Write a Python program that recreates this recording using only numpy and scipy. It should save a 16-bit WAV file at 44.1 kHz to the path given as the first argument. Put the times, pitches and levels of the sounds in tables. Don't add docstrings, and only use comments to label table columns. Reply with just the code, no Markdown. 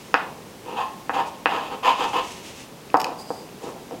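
import sys
import numpy as np
from scipy import signal
from scipy.fft import rfft, irfft, next_fast_len
from scipy.io import wavfile
from scipy.ndimage import uniform_filter1d, map_coordinates

SR = 44100
rng = np.random.default_rng(int(sys.argv[2]) if len(sys.argv) > 2 else 0)


def master_out(mix):
    frames = np.transpose(np.atleast_2d(mix))
    ceiling = np.clip(frames, -1, 1)
    pcm = np.round(ceiling * 32767).astype(np.int16)
    wavfile.write(sys.argv[1], SR, pcm)


N = 176400

# start_s, peak_db, hardness_hz, spoon_ping_db, spot_hz, spot_gain
KNOCKS = [(.1418, 0, 2550, -13.5, 1390, 1), (1.0946, -10.5, 1850, -53, 804, .4),
          (1.458, -1, 2760, -38, 2790, 1.1), (1.897, -17, 1400, -37, 1010, 1.5),
          (2.9425, -1, 1040, -25, 754, 0.5), (2.9495, -6, 1370, -47, 994, 3.5),
          (3.304, -15.5, 730, -47, 435, 0.74), (3.762, -31, 784, -52, 690, 1.1),
          (3.91, -26, 725, -37, 710, .6)]
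# start_s, length_s, rub_db, rumble_db, rasp_db
STROKES = [(0.643, 0.14, -35, -36, -42.5), (0.759, 0.088, -21, -49, -34), (1.128, 0.066, -22, -32, -30.5),
           (1.177, 0.045, -20, -30, -29.5), (1.227, .08, -58, -45, -59), (1.319, 0.053, -57, -49, -47),
           (1.477, 0.15, -22, -33.5, -32), (1.614, .1, -34.5, -58, -38), (1.703, 0.067, -32, -35, -36.5),
           (1.824, 0.12, -19, -35.5, -26), (1.971, 0.12, -22.5, -32.5, -30), (2.123, 0.096, -22, -32, -28),
           (3.02, 0.13, -32.5, -40, -52), (3.603, 0.15, -38, -35.5, -67), (3.914, 0.041, -42.5, -31, -51)]
# start_s, length_s, pitch_hz, relative_db
SQUEAKS = [(0.794, 0.062, 1075, -24), (1.174, 0.038, 926, -17), (1.255, 0.045, 925, -38),
           (1.848, 0.065, 1009, -14.5), (2.134, 0.048, 1052, -19.5)]
# start_s, length_s, level_db
CREAKS = [(2.969, 0.005, -32), (2.9992, 0.0043, -23.5), (3.004, 0.0026, -23), (3.015, 0.0042, -23.5),
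          (3.0435, .0025, -19), (3.066, .003, -32)]
# start_s, peak_db
TICKS = [(2.902, -28.5), (2.91, -43), (3.0458, -17), (3.491, -36.5)]
# start_s, length_s, level_db
SLIDES = [(3.177, 0.069, -43), (3.235, 0.22, -47)]
# start_s, length_s, level_db
RUSTLES = [(-.1, 0.31, -51), (1.254, 0.054, -46), (1.91, 0.37, -45), (2.207, 0.25, -42), (2.427, 0.13, -43),
           (2.535, .14, -44), (3.607, 0.12, -47)]
# pitch_hz, width_hz, gain_db
BOARD_MODES = [(310, 140, 4), (508, 124, 4), (837, 280, 9.5), (1051, 65, 5), (1253, 660, 1), (1667, 265, 2),
               (2500, 140, 7.5)]
# pitch_hz, width_hz, gain_db
SPOON_MODES = [(2590, 290, 4.5), (3670, 370, -9), (4750, 130, 3), (5070, 150, 1.5), (6280, 170, -8.5),
               (11800, 4300, -26)]
# frequency_hz, relative_db
RUB_SPECTRUM = [(150, -37), (340, -12.5), (500, -8.5), (750, -5), (940, 0), (1080, -3), (1260, -5),
                (1500, -12), (1800, -13), (2200, -26), (3000, -48), (6000, -32)]
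# frequency_hz, relative_db
RUMBLE_SPECTRUM = [(70, -67), (160, -12), (300, -1.5), (500, 0.5), (750, -7.5), (1500, -48)]
# frequency_hz, relative_db
RASP_SPECTRUM = [(1200, -19), (2150, -9), (2600, 0.5), (3300, -4), (4100, -14.5), (4800, -13), (5700, -24),
                 (6700, -19), (8000, -28), (11200, -36), (12400, -27), (13500, -40)]
# frequency_hz, relative_db
FINGER_SPECTRUM = [(2500, -47), (4300, -18), (4850, -1.5), (5500, -23), (6800, -19), (8500, -18.5),
                   (11000, -29), (16000, -29)]
# frequency_hz, relative_db
CLOTH_SPECTRUM = [(600, -13), (1500, -7.5), (2600, 2.5), (4500, -4.5), (6200, -2), (9500, -11),
                  (12000, -19.5), (16000, -29)]
# delay_s, gain
NEAR_ECHOES = [(.0023, 0.088), (.004, 0.09), (.0062, 0.36), (.0074, 0.19), (.0102, 0.42), (0.0128, 0.22)]
LINGER_HZ = [152, 312, 363, 476, 509, 675, 755, 788, 927, 1046, 1212, 1279, 1452, 1644, 1771]
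LINGER_DB = [1, 2, 2, 6, 5, 2, 3, 3, 7, 6, 4, 4, 0, 1, 1]
# frequency_hz, decay_s
ROOM_DECAY = [(200, 0.98), (550, 0.88), (1400, 0.32), (3700, .38), (12000, 0.083)]
# frequency_hz, relative_db
ROOM_TONE_SPECTRUM = [(15, -41), (25, -19), (184, 0.5), (228, 0.5), (291, -3), (382, -1.5), (672, -8.5),
                      (729, -10), (881, -8.5), (1090, -11), (1180, -12.5), (1430, -16), (1930, -17),
                      (2590, -17), (4570, -20.5), (5980, -21.5), (15800, -30.5)]
# frequency_hz, relative_db
HISS_SPECTRUM = [(100, 6), (600, -7), (2500, -13), (5000, -7.5), (9000, 4.5), (16000, 5.5)]


def knocks(spot_width_hz=170, bass_cut_hz=240, bend_delay_s=0.000502):
    out = np.zeros(N)
    for start_s, peak_db, hardness_hz, _, spot_hz, spot_gain in KNOCKS:
        def struck_board(hz):
            spot = 1 + spot_gain * modes([(spot_hz, spot_width_hz, 0)], hz)
            travel = np.exp(-4j * np.pi * bend_delay_s * np.sqrt(1000 * hz))
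            radiation = (1j * hz / (bass_cut_hz + 1j * hz)) ** 2
            return board(hz) * spot * travel * radiation
        out += amp(peak_db) * strike(start_s, struck_board, hardness_hz)
    return out


def pings(lag_s=0.00071):
    return sum(amp(ping_db) * strike(start_s + lag_s, spoon, hardness_hz=5600)
               for start_s, _, _, ping_db, _, _ in KNOCKS)


def strike(start_s, body, hardness_hz):
    softening = signal.butter(3, hardness_hz, fs=SR, output="sos")
    push = signal.sosfilt(softening, signal.unit_impulse(SR // 10))
    ring = filtered(push, body)
    return np.pad(ring / np.abs(ring).max(), (round(start_s * SR), N))[:N]


def board(hz):
    return modes(BOARD_MODES, hz)


def spoon(hz):
    return modes(SPOON_MODES, hz)


def scrapes(rub_trim_db=-6, rumble_trim_db=-5, rasp_trim_db=-4, uneven_db=1.05):
    rub = amp(rub_trim_db) * coloured(filtered(slips(), board), RUB_SPECTRUM)
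    rumble = amp(rumble_trim_db) * coloured(slips(), RUMBLE_SPECTRUM)
    rasp = amp(rasp_trim_db) * coloured(slips(), RASP_SPECTRUM)
    out = np.zeros(N)
    for start_s, length_s, rub_db, rumble_db, rasp_db in STROKES:
        grit = amp(rub_db) * rub + amp(rumble_db) * rumble + amp(rasp_db) * rasp
        out += swell(start_s, length_s) * grit
    return out * amp(uneven_db * wobble(65))


def slips(per_s=2600, spread_db=5):
    catches = rng.random(N) < per_s / SR
    sizes = amp(spread_db * rng.standard_normal(N))
    return catches * sizes * rng.choice([-1, 1], N)


def squeaks(waver=0.029, overtone_db=-22):
    phase_per_hz = 2 * np.pi * np.cumsum(1 + waver * wobble(250)) / SR
    out = np.zeros(N)
    for start_s, length_s, pitch_hz, relative_db in SQUEAKS:
        phase = pitch_hz * phase_per_hz
        tone = np.sin(phase) + amp(overtone_db) * np.sin(3 * phase)
        out += amp(relative_db) * swell(start_s, length_s) * tone
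    return out / 2


def handling():
    creaks = swells(CREAKS) * unit_rms(filtered(rng.standard_normal(N), spoon))
    ticks = sum(amp(peak_db) * strike(start_s, spoon, hardness_hz=3740) for start_s, peak_db in TICKS)
    slides = swells(SLIDES) * coloured(rng.standard_normal(N), FINGER_SPECTRUM)
    return creaks + ticks + slides


def rustle(flutter_db=-1.2):
    flutter = amp(flutter_db * wobble(60))
    return swells(RUSTLES) * flutter * coloured(rng.standard_normal(N), CLOTH_SPECTRUM)


def kitchen(x, linger_width_hz=11.3, echo_cut_hz=2250, tail_db=-2):
    lingering = [(hz, linger_width_hz, db) for hz, db in zip(LINGER_HZ, LINGER_DB)]

    def near_field(hz):
        echoes = sum(gain * np.exp(-2j * np.pi * hz * delay_s) for delay_s, gain in NEAR_ECHOES)
        return 1 + modes(lingering, hz) + echoes / (1 + (hz / echo_cut_hz) ** 4)
    return filtered(x, near_field) + amp(tail_db) * room_tail(x)


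def room_tail(x, build_s=0.001):
    length = SR // 2
    hz, t, noise = signal.stft(rng.standard_normal(length), SR, nperseg=256)
    decay = amp(-60 * t / curve_at(ROOM_DECAY, hz)[:, None])
    spectrum = rfft(signal.istft(noise * decay, SR, nperseg=256)[1], SR)
    colour = np.sqrt(np.abs(uniform_filter1d(np.abs(spectrum) ** 2, size=25)))
    build_up = 1 - np.exp(-(np.arange(length) / SR / build_s) ** 2)
    impulse = irfft(spectrum / colour)[:length] * build_up
    return signal.fftconvolve(x, impulse / np.linalg.norm(impulse))[:N]


def background(room_tone_db=-42.5, drift_db=0.3, hiss_db=-60):
    level = amp(room_tone_db + drift_db * wobble(5.25))
    room_tone = level * coloured(rng.standard_normal(N), ROOM_TONE_SPECTRUM)
    hiss = amp(hiss_db) * coloured(rng.standard_normal((2, N)), HISS_SPECTRUM)
    return room_tone + hiss


def amp(db):
    return 10 ** (np.asarray(db) / 20)


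def unit_rms(x):
    return x / np.sqrt(np.mean(x ** 2) + 1e-20)


def curve_at(points, hz):
    point_hz, values = np.transpose(points)
    return np.interp(np.log(hz + 1), np.log(point_hz + 1), values)


def filtered(x, response):
    length = x.shape[-1]
    padded = next_fast_len(length + SR // 2)
    hz = np.fft.rfftfreq(padded, 1 / SR)
    return irfft(rfft(x, padded) * response(hz), padded)[..., :length]


def coloured(x, spectrum):
    return unit_rms(filtered(x, lambda hz: amp(curve_at(spectrum, hz))))


def modes(table, hz):
    return sum(amp(gain_db) * 1j * hz * width_hz / (pitch_hz ** 2 - hz ** 2 + 1j * hz * width_hz)
               for pitch_hz, width_hz, gain_db in table)


def swell(start_s, length_s, rise_share=0.35, roundness=0.89):
    corners_s = [start_s, start_s + length_s * rise_share, start_s + length_s]
    arc = np.interp(np.arange(N) / SR, corners_s, [0, 1, 2])
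    return np.abs(np.sin(arc * np.pi / 2)) ** roundness * (arc > 0) * (arc < 2)


def swells(events):
    return sum(amp(level_db) * swell(start_s, length_s) for start_s, length_s, level_db in events)


def wobble(knots_per_s):
    knots = rng.standard_normal(int(N * knots_per_s / SR) + 4)
    return map_coordinates(knots, [np.arange(N) * knots_per_s / SR])


def scene(hand_tail_db=-9):
    hand = pings() + handling() + rustle()
    wood = kitchen(knocks()) + kitchen(scrapes() + squeaks())
    return wood + hand + amp(hand_tail_db) * room_tail(hand) + background()


def record(dry, top_hz=16000):
    return filtered(np.clip(dry, -1, 1), lambda hz: hz < top_hz)


dry = scene()
out = record(dry)
master_out(out)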